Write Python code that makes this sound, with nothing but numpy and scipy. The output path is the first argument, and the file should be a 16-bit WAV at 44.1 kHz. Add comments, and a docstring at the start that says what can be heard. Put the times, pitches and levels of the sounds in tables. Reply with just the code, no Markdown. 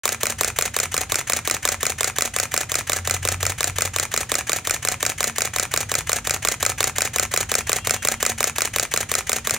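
"""A hand-held reflex camera without a lens shoots a long burst, close by in a small shop.
In every frame a motor trips the mirror up, two shutter curtains snap, the mirror falls and the gears
cock and latch again. Each blow is a short rattle ringing through the struck part, over a low ring of
body and shelf. Street rumble comes through the walls, one engine goes by, and a faint squeal comes late."""
import sys
import numpy as np
from scipy import signal
from scipy.fft import rfft, irfft, next_fast_len
from scipy.io import wavfile
from scipy.ndimage import uniform_filter1d

SR = 44100
rng = np.random.default_rng(int(sys.argv[2]) if len(sys.argv) > 2 else 0)


def transcribe(u):
    """Save the signal u as a 16-bit wav file named by the first command-line argument.

    u: samples, shape (n,) or (channels, n), limited to [-1, 1]; the rate is SR.
    q: integer samples, one column per channel.
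    """
    v = np.clip(np.atleast_2d(u).T, -1, 1)
    q = np.round(v * 32767).astype(np.int16)
    wavfile.write(sys.argv[1], SR, q)


N = 422478
FRAME_COUNT = 54


def amp(db):
    """Decibels to gain."""
    return 10 ** (np.asarray(db) / 20)


def unit(x):
    """Scale to rms 1."""
    return x / np.sqrt(np.mean(x ** 2) + 1e-20)


def along(points, hz):
    """Read a curve of (Hz, value) points on a log frequency axis."""
    knots, values = np.transpose(points)
    return np.interp(np.log(hz + 1), np.log(knots + 1), values)


def curves(rows):
    """Automation: one value per sample for each column after the time."""
    times, *columns = np.transpose(rows)
    return [np.interp(np.arange(N) / SR, times, column) for column in columns]


def filtered(x, response):
    """Filter by a complex response, given as a function of Hz."""
    size = next_fast_len(N + SR // 2)
    return irfft(rfft(x, size) * response(np.fft.rfftfreq(size, 1 / SR)), size)[..., :N]


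def noise(spectrum):
    """Two unrelated noises of rms 1 with the given colour."""
    return unit(filtered(rng.standard_normal((2, N)), lambda hz: amp(along(spectrum, hz))))


def add(track, start_s, sound):
    """Mix a sound into a track."""
    i = max(round(start_s * SR), 0)
    track[..., i:i + sound.shape[-1]] += sound[..., :max(N - i, 0)]


def frame_times(first_s=.0509, period_s=.177551, slowing_s=5.24e-6, jitter_s=.0002):
    """The beat of the burst: each period is a touch longer than the last as the drive tires."""
    k = np.arange(FRAME_COUNT)
    beats = first_s + period_s * k + slowing_s * k * (k - 1) / 2
    return beats + jitter_s * rng.standard_normal(FRAME_COUNT)


def stroke(ms, length_ms, attack_ms=6.2, surge_db=4, surge_ms=6.2, release_db_per_ms=1):
    """Load of one motor stroke: it surges to get its parts moving, holds and runs down."""
    extra_db = surge_db * np.exp(-np.maximum(ms - attack_ms, 0) / surge_ms)
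    release_db = release_db_per_ms * np.maximum(ms - length_ms, 0)
    return np.clip(ms / attack_ms, 0, 1) * amp(extra_db - release_db)


# Trip the mirror, wind, cock. Each row: start in ms from the beat, length in ms, held level in dB.
MOTOR_STROKES = [(-25.5, 40.8, -32.5), (38, 32, -32), (68, 27.8, -31.5)]
# Colour of the gear rasp. Each row: frequency in Hz, level in dB.
GEAR_COLOUR = [(250, -15), (480, -13), (750, -2), (950, -7.5), (1400, -1.5), (1900, 4.5), (2600, 0.5),
               (3600, -7.5), (5300, -11), (6400, 3), (8000, -6), (9200, -8), (10500, -11.5), (15500, -15)]
# Gear tones. Each row: centre in ms from the beat, half length in ms, pitch in Hz, level in dB.
GEAR_WHINES = [(-4.5, 8.9, 3000, -40.5), (-3, 9, 1860, -46), (73, 7, 8600, -45.5)]


def motor(frames):
    """Gear teeth rasp under the motor's load, and sing briefly where it runs free."""
    load, whine = np.zeros(N), np.zeros(N)
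    t = np.arange(-.03 * SR, .14 * SR) / SR
    ms = t * 1000
    cycle = np.max([amp(db) * stroke(ms - start, length) for start, length, db in MOTOR_STROKES], axis=0)
    for beat in frames:
        add(load, beat + t[0], cycle)
        for centre_ms, half_ms, hz, db in GEAR_WHINES:
            detuned_hz = hz * (1 + 0.0055 * rng.normal())
            tone = np.sqrt(2) * np.sin(2 * np.pi * (detuned_hz * t + rng.random()))
            swell = np.exp(-((ms - centre_ms) / half_ms) ** 4)
            add(whine, beat + t[0], amp(db) * swell * tone)
    teeth_db = 2.6 * unit(uniform_filter1d(rng.standard_normal(N), size=40))
    return load * unit(amp(teeth_db)) * noise(GEAR_COLOUR) + whine


def part_response(resonances, bass_lag_ms=2.1, bend_hz=804, size=2048):
    """Spectrum of a struck part's ring, energy 1; bending waves bring the bass late."""
    hz = np.fft.rfftfreq(size, 1 / SR) + 1
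    power = sum(amp(db) ** 2 / (1 + ((hz - centre * centre / hz) / width) ** 2)
                for centre, width, db in resonances)
    cepstrum = irfft(np.log(power / power.mean() + 1e-9) / 2)
    fold = 1 + np.sign(size // 2 - np.arange(size))  # minimum phase: the ring follows the hit
    fold[0] = 1
    bend = 2 * np.pi * bass_lag_ms / 1000 * bend_hz * np.arctan(hz / bend_hz)
    return np.exp(rfft(cepstrum * fold) - 1j * bend)


def chatter(decay_ms, fresh, size=2048):
    """Spectra (frames, 2, Hz) of a contact's colourless rattle; fresh sets how much each frame varies."""
    whiten = lambda z: z / (np.abs(z) + 1e-20)
    fade = np.exp(-np.arange(size) / SR * 1000 / decay_ms)
    force = fade * (rng.standard_normal((2, size)) + fresh * rng.standard_normal((FRAME_COUNT, 2, size)))
    for _ in range(3):  # flatten the colour while keeping the hit short
        force = irfft(whiten(rfft(force))) * np.sqrt(fade)
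    return whiten(rfft(force))


# Brightness of the rising mirror's slap. Each row: time in seconds, treble shelf gain in dB.
SLAP_TREBLE = [(0, 2), (3.3, -5), (5.3, -3), (9, -.5)]


def slap_colour(frames, scatter_db=1.2, shelf_hz=9500, bands=12, size=2048):
    """EQ (frames, 1, Hz) for each slap: the mirror never lands quite the same way."""
    hz = np.fft.rfftfreq(size, 1 / SR)
    knots = np.geomspace(500, 16000, bands)
    draws = rng.standard_normal((FRAME_COUNT, bands))
    ripple = np.array([along(np.transpose([knots, draw]), hz) for draw in draws])
    shelf = 1 - 1 / (1 + (hz / shelf_hz) ** 8)
    treble_db = np.interp(frames, *np.transpose(SLAP_TREBLE))[:, None] * shelf
    return amp(scatter_db * ripple + treble_db)[:, None]


# Resonances of the struck parts; OPENING and CLOSING are the two shutter curtains.
# Each row: frequency in Hz, width in Hz, level in dB.
LEVER = [(715, 320, -11.5), (1060, 120, -10), (1720, 120, 5.5), (2030, 240, -1), (2510, 130, -1.5),
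         (3140, 600, -6.5), (6100, 800, -2.5), (9400, 1050, 0)]
MIRROR_UP = [(459, 106, 0.5), (595, 95, -1), (1138, 230, 0), (1700, 74, -3), (2300, 310, -7.5),
             (3714, 410, -3.5), (5000, 1000, -12.5), (6650, 740, -5), (7340, 220, 0.5), (8500, 1040, -6.5),
             (13900, 4100, -9.5)]
CATCH = [(6760, 1600, 3), (9200, 900, 2), (13500, 3500, -6)]
OPENING = [(1460, 220, -1.5), (1990, 72, 0.5), (2370, 250, 2.5), (5370, 150, -2.5), (6160, 260, -7),
           (7350, 240, -4.5), (8900, 230, -1.5), (11200, 1300, -11), (14000, 3000, -12.5)]
CLOSING = [(600, 335, -6.5), (1284, 82, -4), (1590, 350, -8), (2050, 160, -7), (4010, 180, -5),
           (4610, 310, -7.5), (5480, 270, -5), (6180, 190, -4.5), (7160, 470, 2.5), (9090, 240, -3),
           (13780, 2900, -16.5)]
MIRROR_DOWN = [(743, 140, -6), (1310, 100, -5.5), (1690, 62, 1), (2280, 690, -7.5), (3840, 1060, -7.5),
               (6800, 1040, 0), (8750, 590, -2.5), (12400, 4600, -11)]
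CUSHION = [(438, 134, -1.5), (580, 81, -1.3), (750, 64, 0.75)]
LATCH = [(990, 240, -2.5), (1310, 140, 0), (2100, 180, -3.5), (2400, 140, 2), (5800, 190, -10),
         (6760, 1400, -13.5), (9050, 860, -7.5), (13780, 1700, -46)]
# The kit of parts. Each entry: part name, its resonances.
PARTS = {"lever": LEVER, "up": MIRROR_UP, "open": OPENING, "close": CLOSING, "down": MIRROR_DOWN, "cushion":
         CUSHION, "catch": CATCH, "latch": LATCH}
# The hits of one frame. Each row: part, start in ms from the beat, base level in dB,
# rattle decay in ms, timing scatter in ms.
CONTACTS = [("lever", -18, -6.5, .6, .3), ("lever", -15.5, -8.5, 0.94, 0.33), ("down", 3.1, 0, 1.3, .15),
            ("up", 4.2, 9.1, 1.7, .3), ("catch", 7.5, -3, 3.3, .5), ("catch", 27, -6, 3, .2),
            ("open", 27.3, 4.9, 1.28, .06), ("close", 39.8, 7.14, 0.59, .05),
            ("close", 40.9, 7.4, 1.54, .06), ("down", 70.6, 0, 0.86, 0.11), ("cushion", 70.8, -3, 0.75, .1),
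            ("down", 74.4, 1.2, 0.88, .2), ("down", 76.5, 1.7, 3, .4), ("down", 84.2, -18, 2.2, 0.57),
            ("latch", 95, -1.7, 1.51, .3), ("lever", 103.2, -14.5, 1.27, .5)]


def blows(frames, clack_samples=1500):
    """Levers, mirror and curtains hit their stops in the same order in every frame."""
    slap_start_db, slap_fall_db_per_s = 0.76, 0.16  # the rising mirror slowly eases off
    snap_soft_db, snap_settle_s = 3, 0.91  # the closing curtain starts soft, then hits evenly
    track = np.zeros((2, N))
    bodies = {part: part_response(resonances) for part, resonances in PARTS.items()}
    bodies["up"] = bodies["up"] * slap_colour(frames)
    for part, ms, db, decay_ms, scatter_ms in CONTACTS:
        rattle = chatter(decay_ms, fresh=.3 + 1.31 * scatter_ms)  # loose contacts repeat less exactly
        clacks = irfft(rattle * bodies[part])[..., :clack_samples]
        for beat, clack, (late, hard) in zip(frames, clacks, rng.standard_normal((FRAME_COUNT, 2))):
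            slap_db = slap_start_db - slap_fall_db_per_s * beat + hard
            snap_db = .5 * hard - snap_soft_db * np.exp(-beat / snap_settle_s)
            accent_db = {"up": slap_db, "close": snap_db}.get(part, 1.8 * scatter_ms * hard)
            add(track, beat + (ms + scatter_ms * late) / 1000, amp(db + accent_db) * clack)
    return track


# Low modes of body and shelf. Each row: pitch in Hz, base level in dB, seconds to fall 60 dB.
BODY_MODES = [(229, -47, 0.38), (409, -50.5, 0.08), (572, -44, 0.076), (744.4, -38, 0.11)]


def body_ring(frames):
    """The mirror's two blows and the closing curtain leave the body and the shelf ringing low."""
    track, t = np.zeros(N), np.arange(SR // 3) / SR
    attack = 1 - np.exp(-t / 0.0011)
    for beat in frames:
        for after_s, hit_db in [(.008, 3), (.043, 1), (.075, 2)]:  # mirror up, curtain, mirror down
            ring = sum(amp(hit_db + db - 60 * t / t60) * np.sin(2 * np.pi * (hz * t + rng.random()))
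                       for hz, db, t60 in BODY_MODES)
            add(track, beat + after_s, ring * attack)
    return track


# Decay of the shop's reverb. Each row: frequency in Hz, seconds to fall 60 dB.
SHOP_DECAY = [(300, 0.26), (2000, 0.22), (7000, 0.28), (15000, 0.17)]


def shop_reverb(source, frames, build_s=0.002, tail_count=4):
    """A short room tail; it drifts from frame to frame as the camera moves."""
    hz, t, spectra = signal.stft(rng.standard_normal((tail_count, 2, SR // 3)), SR, nperseg=256)
    colour = amp(along([(150, 5.5), (2000, 1), (7000, -1.5), (15000, -1.5)], hz))
    decay = amp(-60 * t / along(SHOP_DECAY, hz)[:, None])
    tails = signal.istft(spectra * colour[:, None] * decay, SR, nperseg=256)[1]
    tails *= 1 - np.exp(-(np.arange(tails.shape[-1]) / SR / build_s) ** 2)
    tails /= np.linalg.norm(tails, axis=-1, keepdims=True)
    draws = rng.standard_normal((tail_count, FRAME_COUNT))
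    sends = np.array([np.interp(np.arange(N) / SR, frames, draw) for draw in draws])
    sends /= np.linalg.norm(sends, axis=0)  # equal-power crossfade between the tails
    return sum(signal.oaconvolve((source * send)[None], tail, axes=1)[:, :N]
               for send, tail in zip(sends, tails))


# Swell of the traffic. Each row: time in seconds, level in dB.
RUMBLE_LEVEL = [(0, -48), (.3, -41), (2.6, -42), (3.3, -39.5), (4.6, -40.5), (5.7, -39.5), (6.5, -38),
                (7.8, -40), (9.5, -41)]
# Colours of the traffic and of the shop air. Each row: frequency in Hz, relative level in dB.
RUMBLE_COLOUR = [(20, -36), (32, -18), (48, -5), (65, -3.5), (90, 2), (135, -3), (170, -11.5), (300, -21),
                 (700, -60)]
AIR_COLOUR = [(60, -15), (250, 0.5), (1000, -18), (3000, -4), (15000, -31)]


def street_and_air():
    """The bed: traffic rumbles through the walls and the shop air hisses faintly."""
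    rumble_db, = curves(RUMBLE_LEVEL)
    return amp(rumble_db) * noise(RUMBLE_COLOUR) + amp(-52.5) * noise(AIR_COLOUR)


# The engine's pass-by. Each row: time in seconds, firing rate in Hz, level in dB.
ENGINE_PASS = [(2.7, 86, -51), (3.0, 88.4, -37.5), (3.3, 90.6, -31), (3.5, 92.5, -31.5), (3.6, 91.7, -45),
               (3.7, 92.6, -34), (4.0, 89.4, -40), (4.25, 86.7, -62)]
# Its partials. Each row: multiple of the firing rate, relative level in dB.
ENGINE_ORDERS = [(.5, -15), (1, 2), (1.5, -16), (3, -21)]


def passing_engine():
    """An engine's firing makes a low hum that rises and falls in pitch and level as it goes by."""
    firing_hz, level_db = curves(ENGINE_PASS)
    phase = 2 * np.pi * np.cumsum(firing_hz) / SR
    return amp(level_db) * unit(sum(amp(db) * np.sin(order * phase) for order, db in ENGINE_ORDERS))


# A faint, thin squeal. Each row: pitch in Hz, relative level in dB.
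SQUEAL_TONES = [(2762, 0), (3235, -2)]


def squeal(centre_s=7.9, half_s=0.27, level_db=-45):
    """Two thin, slightly unsteady tones rise and fade in the background."""
    swell = np.exp(-((np.arange(N) / SR - centre_s) / half_s) ** 2)
    waver = unit(uniform_filter1d(rng.standard_normal(N), size=600))
    clock = np.cumsum(1 + 0.0059 * waver) / SR
    tones = sum(amp(db) * np.sin(2 * np.pi * hz * clock) for hz, db in SQUEAL_TONES)
    return amp(level_db) * swell * unit(tones)


# Stereo phase. Each row: frequency in Hz, lead of the left side in radians.
LEFT_LEAD = [(1200, -0.023), (4500, 0.42), (6300, -1.06), (8000, -0.99), (9200, -1.45), (15000, -1.5)]


def stereo_ports(pair, width):
    """Two microphone ports hear the bass alike; the top end differs and reaches the left one later."""
    def mid_side_gains(hz):
        angle = along(width, hz)
        return np.array([np.cos(angle), np.sin(angle)])

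    mid, side = filtered(pair, mid_side_gains)
    left_right = np.array([mid + side, mid - side])
    return filtered(left_right, lambda hz: np.exp(.5j * along(LEFT_LEAD, hz) * np.array([[1], [-1]])))


# Closeness of the hand-held camera. Each row: time in seconds, gain in dB.
CLOSENESS = [(0, -0.23), (2, -0.2), (3, -0.74), (5, -0.65), (6.3, 0), (7.5, 1), (8.5, 0.6), (9.5, -0.5)]
# Stereo width of the direct sound and of the ambience. Each row: frequency in Hz, mid/side angle in radians.
DIRECT_WIDTH = [(100, 0.016), (650, 0.092), (1400, 0.023), (3000, 0.17), (15000, 0.4)]
AMBIENT_WIDTH = [(90, 0.013), (250, 0.097), (600, 0.57), (2000, 0.21), (5000, 0.72)]


def scene(knock_hz=620, knock_growth=1.25):
    """The mechanism up front, the shop's answer and the street behind."""
    frames = frame_times()
    camera = blows(frames) + motor(frames) + body_ring(frames)
    near = amp(curves(CLOSENESS)[0])
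    knock = filtered(camera, lambda hz: 1 / (1 + (hz / knock_hz) ** 4))
    direct = near * (camera + knock_growth * (near - 1) * knock)  # the low knock grows fastest up close
    ambience = amp(-13.0) * shop_reverb(camera[0], frames) + street_and_air() + passing_engine() + squeal()
    return stereo_ports(direct, DIRECT_WIDTH) + stereo_ports(ambience, AMBIENT_WIDTH)


def record(dry, ceiling=.92, top_hz=15950):
    """A fast fade-in as the burst begins, a soft clip on the highest peaks and a steep high cut."""
    opened = dry * np.clip((np.arange(N) / SR - .034) / .003, 0, 1)
    rounded = opened / (1 + np.abs(opened / ceiling) ** 8) ** (1 / 8)
    return filtered(rounded, lambda hz: 1 / (1 + (hz / top_hz) ** 200))


dry = scene()
out = record(dry)
transcribe(out)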